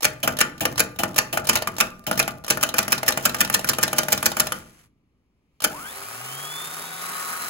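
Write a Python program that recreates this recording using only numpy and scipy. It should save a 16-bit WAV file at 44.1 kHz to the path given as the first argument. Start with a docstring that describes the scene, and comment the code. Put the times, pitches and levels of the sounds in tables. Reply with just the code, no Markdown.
"""Starter motor on a garage test bench

A wire is touched to the solenoid, close to a hand-held phone. The plunger slams in and springs back,
ringing the iron housing: single tries first, then a chatter of seven clacks a second that nudges the
armature round. After a pause it holds, and the motor spins up with an unbalance hum, a commutator
whine, a whirring drive and hissing brushes."""
import sys
import numpy as np
from scipy import signal
from scipy.fft import rfft, irfft, next_fast_len
from scipy.io import wavfile
from scipy.ndimage import uniform_filter1d

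SR = 44100
rng = np.random.default_rng(int(sys.argv[2]) if len(sys.argv) > 2 else 0)


def transcribe(u):
    """Save the signal u as a 16-bit wav file named by the first command-line argument.

    u: samples, shape (n,) or (channels, n), limited to [-1, 1]; the rate is SR.
    q: integer samples, one column per channel.
    """
    v = np.clip(np.atleast_2d(u).T, -1, 1)
    q = np.round(v * 32767).astype(np.int16)
    wavfile.write(sys.argv[1], SR, q)


N = 330309
TIME = np.arange(N) / SR
MOTOR_START_S = 5.613
THIN_TILT_DB = 1.5  # brightening per octave of a fully thin clack

# plunger slams in: (time [s], level [dB], gap to second strike [s], second strike's extra level [dB])
SLAMS = [(0.0444, -5, 0.0071, 4), (0.4053, -6, 0.0072, 7), (0.7949, -4, 0.0081, 2.5),
         (1.1808, -5, 0.0062, 5), (1.4902, -3, 0.0057, 2.5), (1.5548, -5.5, 0.0056, -5),
         (1.803, -2.5, 0.0061, 0.5), (2.193, -4, 0.0061, 0), (2.5019, -4, 0.005, 1.5),
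         (2.6289, -4, .0063, 0.5), (2.783, -3.5, .0061, 0), (2.921, -4, .0066, 1),
         (3.0802, -2.5, 0.0071, -1), (3.2532, -1.5, 0.0045, -2.5), (3.4058, -1, 0.007, -3),
         (3.5405, -4, .0056, 2.5), (3.6891, -2.5, 0.0064, -4), (3.8296, -3, .0056, -2),
         (3.9836, -2, 0.0049, -3), (4.1214, -4, 0.0064, 2.5), (4.2574, -3, 0.0055, 1),
         (4.398, -2.5, 0.0043, 0), (5.6411, -3, .0052, -0.5)]
# plunger lands on its back stop: (time [s], level [dB])
RETURNS = [(0.276, -4.5), (0.653, -5), (1.0345, -6.5), (1.3731, -7), (1.673, -10), (2.1125, -8),
           (2.278, -12.5), (2.572, -14.5), (2.741, -11.5), (2.88, -13.5), (3.0307, -12.5), (3.174, -10),
           (3.3456, -12), (3.4992, -10.5), (3.6444, -13), (3.785, -10.5), (3.93, -10), (4.084, -11.5),
           (4.2278, -10.5), (4.3685, -12), (4.521, -11)]
# resonances of the iron housing and its stand: (frequency [Hz], width [Hz], level [dB])
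HOUSING = [(131, 33, -4), (185, 12, 0), (230, 8, 2), (306, 38, 1), (470, 34, 0), (503, 22, 4),
           (621, 34, 8.5), (668, 30, 4), (815, 33, 6), (867, 60, 0.5), (1204, 54, 6), (1435, 100, 3),
           (1610, 70, -2), (1780, 56, 1), (2400, 70, -3), (2560, 120, -5.5), (3030, 130, 3),
           (5200, 290, -1.5), (6060, 100, 1), (7130, 400, -1.5), (11170, 620, -6), (15000, 200, 5)]
# resonances of the brush holder: (frequency [Hz], width [Hz], level [dB])
BRUSH_PEAKS = [(3070, 160, -0.5), (4270, 380, -7), (6200, 280, -1), (7900, 400, 2.5)]
# broadband scrape of metal on metal: (frequency [Hz], level [dB])
SCRAPE_COLOUR = [(60, -2.5), (250, -3), (700, -3), (1500, -2), (3500, -4), (7000, -3.5), (11000, -5),
                 (15500, -5.5)]
# dull thud of the stand: (frequency [Hz], level [dB])
THUD_COLOUR = [(20, -40), (35, -20), (54, -7), (70, -3.5), (130, 2), (220, -0.5), (320, -2.5), (600, -8),
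               (900, -10.5), (1500, -34), (8000, -72.5)]
# microphone ports: (frequency [Hz], left minus right [dB], unshared part [dB], left's lead [rad])
PORTS = [(60, 2, -28.5, 0.5), (247.5, -1, -20.5, 0.28), (566, 3.5, -2.5, 0.5), (1320, 2, -7, 1.03),
         (1960, 5, -2.5, 3.5), (2640, 0.5, 0, -2), (3253, 1.5, 5, -5), (5190, -6, -9.5, -9),
         (6820, 0, -3, -13.5), (9480, 0, -45, -17), (14170, 0, -32.5, -23), (16500, 4, -27.5, -25.5)]


def undb(db):
    """Decibels to gain."""
    return 10 ** (np.asarray(db) / 20)


def unit(x):
    """Scale to rms 1."""
    return x / np.sqrt(np.mean(x ** 2))


def at_hz(points, hz, column=1):
    """Read a column of a table along log frequency."""
    table = np.transpose(points)
    return np.interp(np.log(np.maximum(hz, 1)), np.log(table[0]), table[column])


def at_time(points, s=TIME):
    """Read an envelope at a time, or at every sample."""
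    return np.interp(s, *np.transpose(points))


def add(out, s, sound):
    """Mix a sound in at a time."""
    start = max(int(s * SR), 0)
    out[:, start:start + sound.shape[1]] += sound[:, :N - start]


def flutter(rate_hz):
    """A smooth random wander of rms 1."""
    knots = rng.standard_normal(int(N / SR * rate_hz) + 2)
    return unit(np.interp(TIME * rate_hz, np.arange(len(knots)), knots))


def noise(size):
    """White noise at the two ports, alike in the bass and the top treble."""
    shared, own = rfft(rng.standard_normal((2, size)))
    apart = undb(at_hz(PORTS, np.fft.rfftfreq(size, 1 / SR), column=2))
    return irfft(np.array([shared + apart * own, shared - apart * own]) / np.sqrt(1 + apart ** 2), size)


def colour(x, points, peaks=(), lift_db=0, tilt_db=0):
    """Causal EQ: a smooth curve, tilted per octave, with resonances standing out of it."""
    size = 2 * next_fast_len(x.shape[-1])
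    hz = np.maximum(np.fft.rfftfreq(size, 1 / SR), 1)
    power = 1 + sum(undb(db + lift_db) ** 2 / (1 + (2 * (hz - f) / width) ** 2) for f, width, db in peaks)
    gain = undb(at_hz(points, hz) + tilt_db * np.log2(hz / hz.mean())) * np.sqrt(power)
    cepstrum = irfft(np.log(gain))
    cepstrum[1:size // 2] *= 2  # fold to minimum phase
    cepstrum[size // 2 + 1:] = 0
    return irfft(rfft(x, size) * np.exp(rfft(cepstrum)))[..., :x.shape[-1]]


def resonate(hz, peaks):
    """Gain of a tone as it glides through resonances."""
    return sum(undb(db) / (1 + (2 * (hz - f) / width) ** 2) for f, width, db in peaks)


def tail(t60s, size, bands=22):
    """Dense modes dying away band by band, with a flat spectrum overall."""
    t, hz = np.arange(size) / SR, np.fft.rfftfreq(size, 1 / SR)
    centres = np.geomspace(50, SR / 2, bands)
    spectrum, out = rfft(noise(size)), 0
    for centre, pick in zip(centres, np.eye(bands)):
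        share = np.interp(hz, centres, pick)
        band = irfft(spectrum * np.sqrt(share), size) * undb(-60 * t / at_hz(t60s, centre))
        out = out + unit(band) * np.sqrt(share.mean() / size)
    return out


def still_air():
    """A faint, bass-heavy bed of room tone."""
    # (frequency [Hz], level [dB])
    tone = [(18, -33), (30, -16), (55, -3.5), (200, -13), (247, -9.5), (680, -27.5), (1200, -27),
            (1520, -33.5), (2370, -25.5), (3680, -34), (15000, -43.5)]
    return undb(-67.5) * unit(colour(noise(N), tone))


def garage(x):
    """Near walls answer within milliseconds; a faint, dull late echo lingers."""
    # decay of the early reflections: (frequency [Hz], t60 [s])
    room_t60 = [(60, 0.93), (250, 0.82), (700, 0.43), (2000, 0.36), (6000, 0.22), (15000, 0.12)]
    # reverb send: (frequency [Hz], level [dB])
    send = [(60, 1), (250, -4), (700, -8.5), (2000, -14.5), (6000, -16.5), (15000, -19)]
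    early = tail(room_t60, size=SR) * (1 - np.exp(-TIME[:SR] / 0.004))
    late = undb(-13.5) * tail([(100, 1.2), (1000, 0.5), (8000, 0.69)], size=SR)
    return signal.fftconvolve(x, colour(early + late, send), axes=1)[:, :N]


def coasting():
    """The brushes rub grittily as the chatter nudges the armature round and it coasts to a stop."""
    # swell and fade of the rubbing: (time [s], level [dB])
    envelope = [(2.45, -100), (2.7, -52), (3.6, -43), (4.55, -44.5), (4.7, -55), (4.84, -58), (4.96, -100)]
    # its tone: (frequency [Hz], level [dB])
    tone = [(100, -12.5), (700, 3.5), (2000, 8), (4000, -1.5), (7000, 0.5), (11000, 0), (15500, -8.5)]
    grit = noise(N) * undb(1.8 * flutter(400) + flutter(55))
    return undb(at_time(envelope)) * unit(colour(grit, tone, BRUSH_PEAKS))


def shudder(tone, rise_s, db, size=16384):
    """The housing and its stand shake, swelling and dying away."""
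    t = TIME[:size]
    swell = t / rise_s * np.exp(1 - t / rise_s)
    return undb(db) * unit(colour(noise(size), tone, HOUSING, lift_db=11)) * swell


def dense_ring():
    """In the treble the housing's modes crowd into one dense ring."""
    # decay of these modes: (frequency [Hz], t60 [s])
    housing_t60 = [(1000, 0.16), (2000, 0.1), (4000, 0.057), (15000, 0.007)]
    return signal.sosfilt(signal.butter(2, 1470, "high", fs=SR, output="sos"), tail(housing_t60, 8192))


def blow(body, tone, contact_s, crack_db, tilt_db=0, own_peaks=(), square=0, size=8192):
    """Metal contact: tiny impacts and a square hit (share 0-1) crack and ring the housing."""
    spread_s, detune, scatter_db = .0016, .005, 1.5
    impacts = rng.exponential(1, size) * np.exp(-TIME[:size] / contact_s)
    pitch = np.linspace(0, 1, size // 2 + 1)
    # the iron carries the treble fastest, smearing the hit into a chirp
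    chirp = unit(irfft(np.exp(-1j * np.pi * SR * spread_s * (pitch - pitch ** 2 / 2))))
    push = lambda chatter: square * chirp + np.sqrt(1 - square ** 2) * unit(chatter * impacts)
    ring = signal.fftconvolve(body, push(rng.standard_normal(size))[None], axes=1)[:, :size]
    # each blow lands a little differently
    modes = [(hz * (1 + detune * rng.standard_normal()), width, db + scatter_db * rng.standard_normal())
             for hz, width, db in [*HOUSING, *own_peaks]]
    crack = undb(crack_db) * push(noise(size))
    sound = colour(unit(ring) + crack, tone, modes, lift_db=4.5, tilt_db=tilt_db)
    attack_rms = np.sqrt(np.mean(sound[:, :SR // 200] ** 2))
    return sound / (3 * attack_rms)  # peaks near 1


def tick(ring):
    """A light touch of the wire or the loose lever."""
    # tone of the tick: (frequency [Hz], level [dB])
    tone = [(60, -18), (700, 6.5), (2000, 0.5), (3900, 2), (6000, -2), (11000, -1), (15500, -5.5)]
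    # brief ring of the contacts: (frequency [Hz], width [Hz], level [dB])
    contact_peaks = [(3900, 500, -3)]
    return blow(ring, tone, contact_s=0.0017, crack_db=-2, own_peaks=contact_peaks, size=4096)


def lever_rattle(count=14, size=4096):
    """Small uneven touches of the loose lever scrape the housing and die away."""
    first_db, fade_db_per_s, scatter_db, touch_s = -28, 130, 2.5, .0035
    t, touches = TIME[:size], np.zeros(size)
    touches[rng.integers(0, size, count)] = undb(scatter_db * rng.standard_normal(count))
    touches *= undb(first_db - fade_db_per_s * t)
    envelope = signal.fftconvolve(touches, np.exp(-t / touch_s))[:size]
    return colour(noise(size) * envelope, SCRAPE_COLOUR, HOUSING)


def lasting_ring():
    """Parts sing on after a heavy blow, as decaying sines."""
    # their modes: (frequency [Hz], level [dB], t60 [s])
    modes = [(126.2, -50, 0.41), (374, -48, 0.71), (470, -29, 0.12), (622, -33, 0.16), (663, -31, 0.2),
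             (748, -46, 0.45), (817, -28, 0.15), (1191, -45, 0.7), (1199, -36.5, 1.15), (1380, -53, 0.55)]
    t = TIME[:SR]
    return sum(undb(db - 60 * t / t60) * np.sin(2 * np.pi * hz * t) for hz, db, t60 in modes)[None]


def slide(length_s, db):
    """Gritty friction that grows as the plunger gathers speed."""
    size = int(length_s * SR)
    grit = noise(size) * rng.exponential(1, size) * np.linspace(.3, 1, size)
    return undb(db) * unit(colour(grit, SCRAPE_COLOUR, HOUSING, lift_db=5))


def thinness(s):
    """The clacks grow thinner as the chatter goes on."""
    # (time [s], thinness [0-1])
    curve = [(0, 0.2), (2.2, 0.07), (2.7, 0.3), (4.4, 1), (5.64, 0.83)]
    return at_time(curve, s)


def since_slam(s):
    """Seconds since the plunger last slammed in."""
    return min([s - earlier for earlier, *_ in SLAMS if earlier < s], default=np.inf)


def small_contacts(ring):
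    """The plunger knocks along its bore just before a slam; the wire and lever give stray ticks."""
    # plunger knocks: (time [s], level [dB])
    knocks = [(0.023, -18), (0.030, -6.5), (0.388, -8), (0.779, -8), (1.162, -11.5), (1.471, -11.5),
              (1.531, -12), (1.784, -13.5), (2.176, -10.5), (2.481, -14.5), (2.611, -18), (2.767, -20.5),
              (2.906, -30), (3.064, -19), (3.226, -24), (3.385, -24), (3.527, -17.5), (3.674, -17.5),
              (3.812, -24), (3.964, -23), (5.621, -17)]
    # stray ticks: (time [s], level [dB])
    ticks = [(0.202, -36.5), (0.370, -18.5), (0.58, -30.5), (0.961, -31.5), (1.572, -11), (2.04, -39),
             (2.129, -18.5), (2.308, -28), (2.44, -28), (2.446, -21), (2.532, -24), (3.106, -14),
             (3.209, -26.5), (3.365, -25.5), (3.476, -23), (4.592, -49)]
    out = np.zeros((2, N))
    for s, db in knocks:
        add(out, s, undb(db) * blow(ring, SCRAPE_COLOUR, contact_s=0.003, crack_db=-3, size=4096))
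    for s, db in ticks:
        add(out, s, undb(db) * tick(ring))
    return out


def plunger_returns(ring):
    """The plunger lets go, springs onto its back stop a moment later and thuds the stand."""
    # bright release: (frequency [Hz], level [dB])
    release_tone = [(60, -4), (600, -4), (1500, 2.5), (3000, 7.5), (4500, -1), (7500, 0), (11000, 2.5),
                    (15500, -1)]
    # low shudder under it: (frequency [Hz], level [dB])
    shudder_tone = [(20, -40.5), (35, -25), (55, -16.5), (120, -1), (210, -5), (320, -7.5), (450, -14.5),
                    (700, -6), (1100, -15), (2500, -42.5), (8000, -59.5)]
    # clack on the back stop: (frequency [Hz], level [dB])
    landing_tone = [(30, -28), (55, -22.5), (200, -1), (400, -6.5), (650, -3.5), (950, -2), (1400, 0.5),
                    (1900, -2), (2500, -5), (4000, -13), (7500, -10.5), (11000, -7), (15500, -15.5)]
    out = np.zeros((2, N))
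    for s, db in RETURNS:
        body = ring + undb(-1) * dense_ring()  # partly new with each blow
        if since_slam(s) > .15:  # a long hold lets go with a shudder
            release_s = s - .0455
            add(out, release_s, undb(db - 5.5) * blow(body, release_tone, contact_s=0.015, crack_db=1))
            add(out, release_s + 0.0022, shudder(shudder_tone, rise_s=0.011, db=db - 19.5))
        else:  # a short one with a tick of the contacts
            add(out, s - 0.051, undb(db - 1.5) * tick(ring))
        tilt_db = THIN_TILT_DB * thinness(s) - 0.57
        landing = blow(body, landing_tone, contact_s=0.0038, crack_db=1, tilt_db=tilt_db, square=.7)
        add(out, s, undb(db + 2.5) * landing)
        add(out, s, shudder(THUD_COLOUR, rise_s=0.011, db=db - 24.5))
    return out


def plunger_slams(ring, travel_s=.022):
    """The plunger slides in, strikes twice with a midrange clang and thuds the stand."""
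    # hard, bright clack: (frequency [Hz], level [dB])
    tone = [(30, -34), (52, -15), (150, -12.5), (400, -6), (700, -5.5), (1500, 4), (2000, 2.5), (2700, -4),
            (4000, -0.5), (7000, 1), (11000, 2.5), (13500, -0.5), (15500, -2.5)]
    out = np.zeros((2, N))
    for s, db, gap_s, second_db in SLAMS:
        body = ring + undb(-1) * dense_ring()
        if since_slam(s) > .2:  # after a rest the wire ticks as it touches
            add(out, s - .037, undb(db - 20.5) * tick(ring))
        add(out, s - travel_s, slide(travel_s, db=-33))
        tilt_db = THIN_TILT_DB * thinness(s)
        clang = (2600, 230, 10.5 - 14 * thinness(s))  # (frequency [Hz], width [Hz], level [dB])
        strike = dict(own_peaks=[clang], square=.7)
        first = blow(body, tone, contact_s=0.0015, crack_db=-7.5, tilt_db=tilt_db - 1, **strike)
        second = blow(body, tone, contact_s=0.002, crack_db=3.5, tilt_db=tilt_db - 1.14, **strike)
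        add(out, s, undb(db + 1.5) * first)
        add(out, s + gap_s, undb(db + 2.5 + second_db) * second)
        add(out, s, shudder(THUD_COLOUR, rise_s=0.011, db=db - 26.5))
    return out


def solenoid():
    """Every contact strikes the same housing; heavy blows leave it singing and the lever rattling."""
    ring, singing = dense_ring(), lasting_ring()
    out = plunger_slams(ring) + small_contacts(ring) + plunger_returns(ring)
    for s, db, *_ in [*SLAMS, *RETURNS]:
        add(out, s, undb(db - 12.5 * thinness(s)) * singing)
        add(out, s + .011, undb(db) * lever_rattle())
    return out


def unbalance_hum(hz, turn):
    """The unbalanced armature shakes once a turn, with a faint octave above."""
    # resonances the hum swells through: (frequency [Hz], width [Hz], level [dB])
    peaks = [(134.4, 36, -47.5), (167, 11, -58)]
    return resonate(hz, peaks) * unit(np.sin(turn) + undb(-16.5) * np.sin(2 * turn))


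def commutator_whine(hz, turn, speed, bars=23):
    """The bars whine past the brushes; near free speed the brushes bounce and the tone frays."""
    # resonances the whine swells through: (frequency [Hz], width [Hz], level [dB])
    peaks = [(1000, 600, -41), (1520, 380, -43), (3040, 300, -45), (3340, 260, -48), (3510, 160, -39.5),
             (4030, 220, -52), (7100, 700, -47)]
    tones = [(bars, 0), (bars - 2, -13), (2 * bars, -6)]  # (cycles per turn, level [dB])
    fray, jitter_rad, dropout_db = speed ** 14, 3, 8
    angle = turn + jitter_rad * fray * flutter(200) / bars
    whine = sum(undb(db) * resonate(order * hz, peaks) * np.sin(order * angle) for order, db in tones)
    flicker_db = 1.7 * flutter(140) + dropout_db * fray * np.minimum(flutter(30), 1)
    return np.sqrt(2) * whine * undb(flicker_db)


def gears(turn, octaves, harmonics=48, size=2048):
    """One turn of uneven teeth, repeated: faint tones that rise together."""
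    spectrum = rng.standard_normal(harmonics) + 1j * rng.standard_normal(harmonics)
    teeth = irfft(np.append(np.zeros(6), spectrum), size)  # from the sixth harmonic up
    position = turn / (2 * np.pi) % 1 * size
    return undb(-45.5 + 3 * octaves) * unit(np.interp(position, np.arange(size), teeth))


def drive_noise(turn, octaves, close_db):
    """The spinning drive rattles and whirrs: resonant noise that pulses once a turn."""
    # narrow resonances of the drive: (frequency [Hz], width [Hz], level [dB])
    peaks = [(257, 10, 19), (394, 10.6, 16.5), (750, 25, -1), (962, 15, -5), (1126, 4.9, 2.5),
             (1228, 12, 2), (1477, 40, -1)]
    # broad rattle: (frequency [Hz], level [dB])
    rattle_tone = [(30, -46), (55, -31), (130, 1.5), (300, -19), (500, 4), (750, 10.5), (1200, 5),
                   (1900, -4), (2400, 1.5), (3500, -2), (5000, -43), (15000, -27)]
    # midrange whirr: (frequency [Hz], level [dB])
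    whirr_tone = [(600, -38), (950, -30), (1100, -3.5), (1270, 3), (1500, -0.5), (1750, 2), (2200, -8),
                  (3000, -28)]
    knocking = undb(3.5 * np.cos(turn) + 2 * flutter(350))
    rattle = unit(colour(noise(N) * knocking, rattle_tone, peaks, lift_db=7))
    whirr = unit(colour(noise(N) * knocking, whirr_tone, peaks, lift_db=12))
    return undb(-44 + octaves) * rattle + undb(-41 + 5.5 * octaves + close_db) * whirr


def drive_buzz(octaves, close_db, hz=158.2):
    """Close up, the drive buzzes at a steady pitch."""
    partials = [(6, -61), (7, -50.5), (8, -51), (9, -57)]  # (harmonic, level [dB])
    phase = 2 * np.pi * np.cumsum(hz * (1 + .002 * flutter(60))) / SR
    buzz = sum(undb(db + 2 * flutter(25)) * np.sin(harmonic * phase) for harmonic, db in partials)
    return np.sqrt(2) * buzz * undb(5.5 * octaves + 1.7 * close_db)


def brush_hiss(turn, octaves, close_db):
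    """The sparking brushes spit noise that flickers with each turn and rings their holder."""
    # bright hiss: (frequency [Hz], level [dB])
    tone = [(30, -18), (130, -1), (2000, 8.5), (3500, -1), (5000, 2.5), (6300, 1.5), (8000, 5.5),
            (10500, 6.5), (13500, 2.5), (15500, 3.5)]
    sparks = noise(N) * undb(1.15 * np.cos(turn) + 1.94 * flutter(500) + 1.2 * flutter(90))
    return undb(-34 + 3.5 * octaves + 0.55 * close_db) * unit(colour(sparks, tone, BRUSH_PEAKS))


def motor(free_turns_per_s=182.5, spin_up_s=.533):
    """The armature closes in on its free speed exponentially, and every layer follows it."""
    # the phone moves in on the drive: (time [s], level [dB])
    closeness = [(6.72, 0), (6.9, -1.5), (6.99, -.5), (7.04, 4.5), (7.3, 6), (7.49, 4)]
    close_db = at_time(closeness)
    speed = np.maximum(1 - np.exp((MOTOR_START_S - TIME) / spin_up_s), .001)  # share of free speed
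    hz, octaves = free_turns_per_s * speed, np.log2(speed)
    turn = 2 * np.pi * np.cumsum(hz * (1 + 0.00266 * flutter(120))) / SR  # shaft angle [rad]
    fade_in = np.clip((TIME - 5.65) / 0.072, 0, 1)
    tones = unbalance_hum(hz, turn) + commutator_whine(hz, turn, speed)
    noises = drive_noise(turn, octaves, close_db) + brush_hiss(turn, octaves, close_db)
    return fade_in * (tones + noises + drive_buzz(octaves, close_db) + gears(turn, octaves))


def scene():
    """Clacks and the jolt of the starting torque echo in the garage; the motor stays dry."""
    impacts = solenoid()
    add(impacts, MOTOR_START_S, shudder(THUD_COLOUR, rise_s=0.016, db=-51))
    return impacts + garage(impacts) + coasting() + motor() + still_air()


def suppress(x, threshold_db=-70.5, slope=0.92, floor_db=-14):
    """Noise suppressor: the treble sinks further whenever it is faint."""
    bass = signal.sosfiltfilt(signal.butter(2, 1800, fs=SR, output="sos"), x)
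    treble = x - bass
    power = uniform_filter1d(np.mean(treble ** 2, axis=0), size=1024)
    treble_db = 10 * np.log10(np.abs(power) + 1e-14)
    return bass + treble * undb(np.clip(slope * (treble_db - threshold_db), floor_db, 0))


def record(dry):
    """The ports differ in level and arrival; the phone hushes faint treble, rounds peaks, cuts the top."""
    size = 2 * next_fast_len(N)
    hz = np.fft.rfftfreq(size, 1 / SR)
    port_hz, _, _, lead_rad = np.transpose(PORTS)
    balance = undb(at_hz(PORTS, hz) / 2)
    lag = np.exp(-1j * np.interp(hz, port_hz, lead_rad))
    heard = irfft(rfft(dry, size) * np.array([balance, lag / balance]))[:, :N]
    top_cut = signal.ellip(10, .2, 70, 15800, fs=SR, output="sos")
    return signal.sosfilt(top_cut, np.tanh(suppress(heard)))


dry = scene()
out = record(dry)
transcribe(out)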